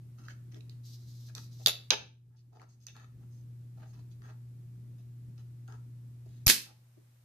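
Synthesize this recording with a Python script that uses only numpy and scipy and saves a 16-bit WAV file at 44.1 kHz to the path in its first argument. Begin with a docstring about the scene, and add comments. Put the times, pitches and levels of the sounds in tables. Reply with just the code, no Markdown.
"""Over a mains hum and low rumble in a quiet room, hands rub and click the parts of a small plywood catapult.
Its slider is drawn along the rail; a latch snaps and chatters on the taut band, and another snap follows.
Fainter clicks and scrapes of loading go on until the shot: the released slider rattles and puffs air.
Contacts and rubs ring damped wood modes, slides and rattle are coloured grains, the puff is a decaying tone.
The recorder turns its gain down after each loud snap; source levels stand ahead of that gain control."""
import sys
import numpy as np
from scipy import signal
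from scipy.fft import rfft, irfft
from scipy.io import wavfile

SR = 44100
rng = np.random.default_rng(int(sys.argv[2]) if len(sys.argv) > 2 else 0)


def dump_mix(stems):
    """Bounce the given channels to the path in sys.argv[1] as a 16-bit WAV at rate SR."""
    frames = np.atleast_2d(stems).T  # one column per channel
    limited = np.clip(frames, -1, 1)  # hard clip at full scale
    pcm = np.round(limited * 32767).astype(np.int16)
    wavfile.write(sys.argv[1], SR, pcm)


N = 319284      # samples


def from_db(db):
    """Level is logarithmic: decibels to amplitude gain."""
    return 10 ** (np.asarray(db, float) / 20)


def rms_one(x):
    """Effective value: scale a signal to rms 1."""
    return x / np.sqrt(np.mean(x ** 2) + 1e-20)


def in_time(rows):
    """Envelope: interpolate the columns of a time table linearly, sample by sample."""
    s, *columns = np.transpose(rows)
    return [np.interp(np.arange(N) / SR, s, c) for c in columns]


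def at_hz(points, hz):
    """Frequency response: read a table on a logarithmic frequency axis."""
    table_hz, values = np.transpose(points)
    return np.interp(np.log(np.maximum(hz, 1)), np.log(table_hz), values)


def coloured(x, spectrum):
    """Linear filtering: give white input a spectrum, then rms 1."""
    hz = np.fft.rfftfreq(x.shape[-1], 1 / SR)
    shaped = rfft(x) * from_db(at_hz(spectrum, hz))
    return rms_one(irfft(shaped, x.shape[-1]))


def stereo_noise(alike):
    """Partial coherence: two white noises whose correlation is alike."""
    mid, side = rng.standard_normal((2, N))
    alike = np.clip(alike, 0, 1)
    return np.sqrt(1 + alike) * mid + np.sqrt(1 - alike) * side * [[1], [-1]]


def grains(per_s, spread_db):
    """Shot noise: tiny random impacts of uneven size, heard differently on each side."""
    sizes = from_db(spread_db * np.minimum(rng.exponential(1, N), 4))
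    struck = rng.random(N) < per_s / SR
    return sizes * struck * stereo_noise(alike=0.45)


def drift(rate):
    """Slow random modulation: straight lines between normal chance values, rate of them per second."""
    knots = np.arange(-2, N / SR * rate + 2)
    values = rng.standard_normal(4000)[:len(knots)]
    return np.interp(np.arange(N) / SR * rate, knots, values)


def rung(bright_hz, below_db, above_db, focus_db, damping, scatter_db):
    """Modal impulse response: decaying sines, weighted towards the brightest pitch, differ at each microphone."""
    # modes of the plywood frame on the table top: f/Hz, level/dB, t60/s at damping 1
    wood_modes = [(290, -1, 0.037), (324, 1, 0.04), (440, -5.5, 0.062), (620, -3.5, 0.035),
                  (770, -0.5, 0.02), (872, -1.5, 0.027), (980, -2.5, 0.013), (1290, -0.5, 0.024),
                  (1640, 0, 0.021), (1900, -1, 0.019), (2200, -4.5, 0.022), (2600, 1.5, 0.021),
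                  (2990, -0.5, .02), (3490, 0.5, 0.022), (3910, 1.5, .02), (4370, -0.5, 0.047),
                  (4920, 1, 0.026), (5300, 0, 0.023), (5850, 1, 0.022), (6440, 6, 0.021),
                  (7362, -1.5, 0.013), (8200, -8, 0.0092), (9600, -14, 0.0088), (10300, -6.5, 0.011),
                  (11100, -4.5, .008), (12600, -8, 0.038), (13900, -8.5, 0.021)]
    t = np.arange(round(.15 * SR)) / SR
    hz, level_db, t60 = np.transpose(wood_modes)[:, :, None]
    chance = rng.standard_normal((5, len(wood_modes), 1))
    # weights fall by focus_db per octave, down to a shelf on either side
    shelf_db = np.where(hz < bright_hz, below_db, above_db)
    weight_db = np.maximum(-focus_db * np.abs(np.log2(hz / bright_hz)), shelf_db)
    sign = (-1) ** np.arange(len(wood_modes))[:, None]
    strength = sign * from_db(level_db + weight_db + scatter_db * chance[:2])
    hz = hz * (1 + .01 * scatter_db * chance[2])      # chance detunes each mode slightly at every contact
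    # each mode radiates from another spot
    since = np.maximum(t - .00005 * scatter_db * np.abs(chance[3:]), 0)
    decay = from_db(-60 * since * damping / t60)
    return np.sum(strength * np.sin(2 * np.pi * hz * since) * decay, axis=1)


def add(out, s, sound):
    """Superposition: mix a sound in from time s."""
    i = round(s * SR)
    out[:, i:i + sound.shape[1]] += sound[:, :N - i]


def hum():
    """Mains hum at twice the line pitch with weak harmonics, wavering a little, over a low noise rumble."""
    # harmonics: f/Hz, mean level/dB rms
    harmonics = [(120, -47.5), (240, -73), (360, -79)]
    # relative spectrum of the rumble: f/Hz, density/dB
    rumble_colour = [(20, -12), (45, -11), (75, -0.5), (100, -2), (150, 1.5), (200, -6), (280, -9.5),
                     (400, -19), (650, -33), (1200, -48.5)]
    rumble_db = -60.5
    turn = 2 * np.pi * np.arange(N) / SR
    tone = 0
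    for hz, db in harmonics:
        level = np.sqrt(2) * from_db(db + .7 * drift(5))
        tone = tone + level * np.sin(hz * turn + rng.uniform(0, 2 * np.pi))
    rumble = from_db(rumble_db + 2.8 * drift(14)) * coloured(stereo_noise(alike=.8), rumble_colour)
    return tone * from_db([[.3], [-.3]]) + rumble


def room(x):
    """Diffuse reverberation: each octave of noise dies at its own rate, independently on each side."""
    # decay time: f/Hz, t60/s
    decay_times = [(200, 0.45), (1000, 0.3), (3000, .33), (7000, .28), (14000, 0.2)]
    room_db, gap_s = -6, 0.0049      # tail level; time in which the echoes build up
    t = np.arange(round(.6 * SR)) / SR
    tail = 0
    for low in 100 * 2.0 ** np.arange(7.5):
        sos = signal.butter(2, [low, min(2 * low, 19000)], "band", fs=SR, output="sos")
        noise = signal.sosfilt(sos, rng.standard_normal((2, len(t))))
        tail = tail + noise * from_db(-60 * t / at_hz(decay_times, low * np.sqrt(2)))
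    tail = tail * (1 - np.exp(-(t / gap_s) ** 2))
    tail = tail / np.sqrt(np.sum(tail ** 2, axis=1, keepdims=True))
    mono = x.mean(axis=0, keepdims=True)
    return from_db(room_db) * signal.fftconvolve(mono, tail, axes=1)[:, :N]


def pulls():
    """Amplitude envelope: each pull swells in, drifts from its first to its last level and fades."""
    # the slider on its rail in short pulls: t/s, length/s, first level/dB, last level/dB
    draws = [(0.831, .12, -59.5, -61), (.95, .335, -72.5, -63), (1.35, .11, -54.5, -63.5),
             (1.5, .155, -68, -64)]
    attack_s, release_s = .025, .025
    s, gain = np.arange(N) / SR, 0
    for start, length, first_db, last_db in draws:
        end = start + length
        edges = np.clip(np.minimum((s - start) / attack_s, 1 + (end - s) / release_s), 0, 1)
        level_db = np.interp(s, [start, end], [first_db, last_db])
        gain = np.maximum(gain, edges * from_db(level_db))
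    return gain


def rubbing():
    """Stick-slip friction: dense grains ring the wood while a part drags; the slider hisses."""
    # parts dragged over each other or the table: t/s, length/s, level/dB,
    # brightest pitch f/Hz, lowest weight of the modes above it/dB
    scrapes = [(0.174, 0.12, -66, 1290, -12), (0.276, 0.067, -59.5, 1640, -11),
               (0.511, 0.091, -69.5, 1900, -9), (0.527, 0.077, -59.5, 353, -31),
               (0.69, 0.056, -75, 2600, -10), (1.277, 0.045, -68, 1640, -22),
               (1.347, 0.054, -58, 1290, -30), (1.595, 0.046, -61.5, 620, -17),
               (1.666, 0.05, -29.5, 10300, 6), (1.906, 0.051, -25.5, 2990, -21),
               (2.299, 0.078, -74.5, 980, -28.5), (2.354, 0.078, -69, 5040, -7.5),
               (2.52, 0.13, -55, 770, -22), (2.602, 0.05, -56, 1290, -19), (2.683, 0.079, -64, 6480, -13.5),
               (2.798, 0.064, -64, 4800, -1), (2.865, 0.052, -55.5, 2600, -16),
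               (2.942, 0.12, -57.5, 1290, -18.5), (3.192, 0.065, -75, 980, -20),
               (3.3, 0.12, -76.5, 6370, -5.5), (3.766, 0.12, -66.5, 770, -20.5),
               (3.797, 0.075, -70.5, 1630, -28), (3.866, 0.064, -74.5, 5840, -0.5),
               (3.926, 0.096, -70, 980, -14.5), (4.104, 0.042, -74, 3990, -4.5),
               (4.221, 0.1, -63, 1290, -17.5), (4.277, 0.083, -68, 990, -25), (4.98, .05, -75.5, 620, -10),
               (5.374, 0.049, -71.5, 1290, -8), (5.673, 0.094, -60, 980, -22),
               (6.257, 0.023, -63, 440, -26.5), (6.268, 0.18, -76, 2200, -3), (6.659, 0.073, -54, 874, -30),
               (6.966, 0.036, -51, 290, -35)]
    # relative spectrum of the sliding hiss: f/Hz, density/dB
    slide_colour = [(1180, -49.5), (2000, -22), (2790, -16.5), (3940, -0.5), (6090, -2), (8080, -13),
                    (8730, -18.5), (13900, -9), (14900, -20.5), (15200, -71)]
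    hard_db = -42      # louder scrapes are slams
    # lowest weight of modes under the brightest pitch: a rub at 1000 Hz, its loss per octave up; a slam
    rub_bass_db, rub_bass_loss_db, slam_bass_db = -9, 6, -4
    out, slips = np.zeros((2, N)), grains(6800, spread_db=4.5) * from_db(2.6 * drift(60))
    for s, length, db, hz, above_db in scrapes:
        t = np.arange(round(length * SR)) / SR
        stroke = np.clip(np.minimum(t / (0.09 * length), (length - t) / .025), 0, 1)
        force = slips[:, round(s * SR):][:, :len(t)] * stroke
        if db > hard_db:      # parts slammed together damp each other and ring broader
            pressed, below_db = 2.5, slam_bass_db
        else:
            pressed, below_db = 1.4, rub_bass_db - rub_bass_loss_db * np.log2(hz / 1000)
        wood = rung(hz, below_db, above_db, focus_db=14.5, damping=0.76 * pressed, scatter_db=2.2)
        wood = wood / np.sqrt(np.sum(wood ** 2) / 2)
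        add(out, s, from_db(db) * signal.fftconvolve(rms_one(force), wood, axes=1))
    hiss = coloured(grains(12000, spread_db=-0.5), slide_colour)
    return out + pulls() * hiss * from_db(2.3 * drift(52))


def blow(peak_db, bright_hz, below_db, above_db, pan_db, focus_db, rough_s, damping, scatter_db):
    """Impact excitation: a sharp push and a short rough crackle drive damped wood."""
    t = np.arange(400) / SR
    force = .5 * rng.standard_normal((1, len(t))) * np.exp(-t / rough_s)
    force[0, 0] = 1
    wood = rung(bright_hz, below_db, above_db, focus_db, damping, scatter_db)
    sound = signal.fftconvolve(wood, force, axes=1)
    # small parts radiate little bass
    sound = signal.sosfilt(signal.butter(2, 614, "high", fs=SR, output="sos"), sound)
    sound = sound / np.abs(sound).max(axis=1, keepdims=True)
    return sound * from_db(peak_db + np.array([[.5], [-.5]]) * pan_db)


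def clicks():
    """Impact: single contacts of wood on wood."""
    # t/s, peak level (mean of both sides)/dB, brightest pitch f/Hz,
    # lowest weight of the modes above it/dB, left minus right level/dB
    contacts = [(0.284, -39, 1640, -18, -9.5), (0.522, -53, 2040, -7, 1), (0.544, -45.5, 2040, -1, 2),
                (0.607, -50, 4400, -25, -11), (0.695, -46, 4070, -3, -6), (1.288, -51, 4430, -18, 1),
                (1.351, -30, 5740, -8, -9), (1.38, -36.5, 3840, -11, -5), (1.661, -4, 4030, -1, -4.5),
                (1.905, -1, 4420, -12.5, -8), (1.908, -4.5, 2990, -28, 2.5), (2.597, -43, 2200, -24, 4),
                (2.616, -38, 990, -20.5, 5), (2.867, -26.5, 6490, -23, -9), (2.884, -35.5, 3170, -16.5, -4),
                (2.965, -38.5, 1238, -21.5, 0.5), (4.219, -51, 1295, -22.5, 4),
                (5.379, -56, 4050, -17.5, -3), (5.678, -51.5, 1360, -17, -3.5),
                (5.723, -49.5, 1290, -18, -4.5), (6.464, -15.5, 6170, -16, 1), (6.468, -4, 12600, -8, -3.5),
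                (6.479, -15, 12400, -18, -14), (6.499, -5, 2500, -8.5, -12)]
    out = np.zeros((2, N))
    for s, peak_db, hz, above_db, pan_db in contacts:
        add(out, s, blow(peak_db, hz, -19, above_db, pan_db,
                         focus_db=17.5, rough_s=0.001, damping=2.0, scatter_db=3.5))
    return out


def chatter():
    """Repeated impact: the latch bounces at the pitch of the band, ever softer and duller.

    Two close modes beat in each touch."""
    # start t/s, touches per second, settled peak level/dB, fall per touch/dB,
    # extra level at first/dB, brightest pitch f/Hz
    bounces = (1.6703, 84.9, -15, 2.2, 5, 3690)
    out = np.zeros((2, N))
    start, per_s, settled_db, fall_db, extra_db, hz = bounces
    for k in range(18):
        peak_db = settled_db - k * fall_db + extra_db * np.exp(-k / 2)
        touch = blow(peak_db, hz, -26, -14 - 4 * k, -3,
                     focus_db=60, rough_s=.0001, damping=1.2, scatter_db=.4)
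        add(out, start + k / per_s, touch)
    return out


def shot():
    """Shot noise and air pulse: a dense rattle, louder on the right, and a puff that comes to the left first."""
    # the released slider rattles forward: t/s, mean level/dB
    rattle_levels = [(6.464, -50.5), (6.467, -32), (6.476, -32.5), (6.479, -15), (6.495, -17), (6.503, -12),
                     (6.52, -16), (6.55, -21), (6.6, -34.5), (6.7, -60)]
    # relative spectrum of the rattle: f/Hz, density/dB
    rattle_colour = [(88, -52.5), (150, -8), (448, -9.5), (716, -41), (837, -19), (979, -17.5),
                     (2400, -4.5), (4800, -1), (8500, -7.5), (12400, -4), (14600, -12), (16000, -114)]
    # air push and slow pull, a row for each microphone:
    # push level/dB, f/Hz, t60/s, pull level/dB, pull t60/s
    puff_rows = [(-8, 115, 0.031, -30.5, 0.026), (-16, 100, 0.044, -18, .09)]
    # arrival of the puff at each microphone: t/s
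    arrivals = (6.4675, 6.469)
    s = np.arange(N) / SR
    moving = (s > rattle_levels[0][0]) & (s < rattle_levels[-1][0])
    rattle_db = in_time(rattle_levels)[0] + 2.5 * drift(300)
    rattle = coloured(grains(20000, spread_db=-2.0), rattle_colour) * from_db(rattle_db)
    push_db, hz, t60, pull_db, pull_t60 = np.transpose(puff_rows)[:, :, None]
    t = np.maximum(s - np.array(arrivals)[:, None], 0)
    push = from_db(push_db - 60 * t / t60) * np.sin(2 * np.pi * hz * t) * (1 - np.exp(-t / 0.0013))
    pull = from_db(pull_db - 60 * t / pull_t60) * (1 - np.exp(-(t / 0.0039) ** 2))
    return rattle * moving * from_db([[-1.5], [1.5]]), push - pull


def scene():
    """Superposition of the catapult on the table, its echoes and the hum."""
    rattle, puff = shot()
    catapult, latch = clicks() + rubbing() + rattle, chatter()
    # the chatter is aimed at the microphones more than at the walls
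    echoes = room(catapult + from_db(-12) * latch)
    return catapult + latch + echoes + puff + hum()


def gain_control(x, memory_s, start_db, slope, fast_s, slow_s, slow_share, hold_s, rise_db_per_s):
    """Dynamic compression: loud sound cuts the gain, partly fast, partly slowly; it holds, then climbs steadily."""
    step = 128
    dt = step / SR
    power = np.mean(x[:, :N // step * step].reshape(2, -1, step) ** 2, axis=(0, 2))
    keep = np.exp(-dt / memory_s)
    level_db = 10 * np.log10(signal.lfilter([1 - keep], [1, -keep], power) + 1e-12)
    wanted = slope * np.maximum(level_db - start_db, 0)
    held, age, fast, slow, cut = 0., 0., 0., 0., []
    for want in wanted:
        held, age = (want, 0.) if want >= held else (held, age + dt)
        if age > hold_s:
            held = max(want, min(held, cut[-1]) - rise_db_per_s * dt)
            fast, slow = min(fast, held), min(slow, held)
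        fast += (held - fast) * min(dt / fast_s, 1)
        slow += (held - slow) * min(dt / slow_s, 1)
        cut.append((1 - slow_share) * fast + slow_share * slow)
    return x * from_db(-np.interp(np.arange(N) / step, np.arange(len(cut)) + 1, cut))


def band_limit(x):
    """A steep low-pass at the top of the band."""
    return signal.sosfilt(signal.butter(12, 16820, fs=SR, output="sos"), x)


def record(dry):
    """Signal chain: the microphone's top end, gain control, the recorder's own hiss and a hard ceiling."""
    # the hiss dips and returns: t/s, level/dB rms
    hiss_levels = [(0, -75), (1.9, -73.5), (2.1, -88.5), (2.5, -83.5), (2.8, -81.5), (3.3, -75.5),
                   (7.24, -74)]
    # relative spectrum of the hiss: f/Hz, density/dB
    hiss_colour = [(290, -31.5), (500, -5), (839, -9.5), (1030, -9.5), (2290, -12), (2800, -14),
                   (13200, -15.5), (14600, -12.5), (15100, -60)]
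    mic_top_hz, ceiling = 15000, .95
    dry = signal.sosfilt(signal.butter(8, mic_top_hz, fs=SR, output="sos"), dry)
    x = gain_control(dry, memory_s=0.42, start_db=-37, slope=0.93, fast_s=0.021, slow_s=0.37,
                     slow_share=0.17, hold_s=0.84, rise_db_per_s=17.5)
    hiss = from_db(in_time(hiss_levels)[0]) * coloured(rng.standard_normal((2, N)), hiss_colour)
    mix = np.clip(x + hiss, -ceiling, ceiling)
    return band_limit(mix)


dry = scene()
out = record(dry)
dump_mix(out)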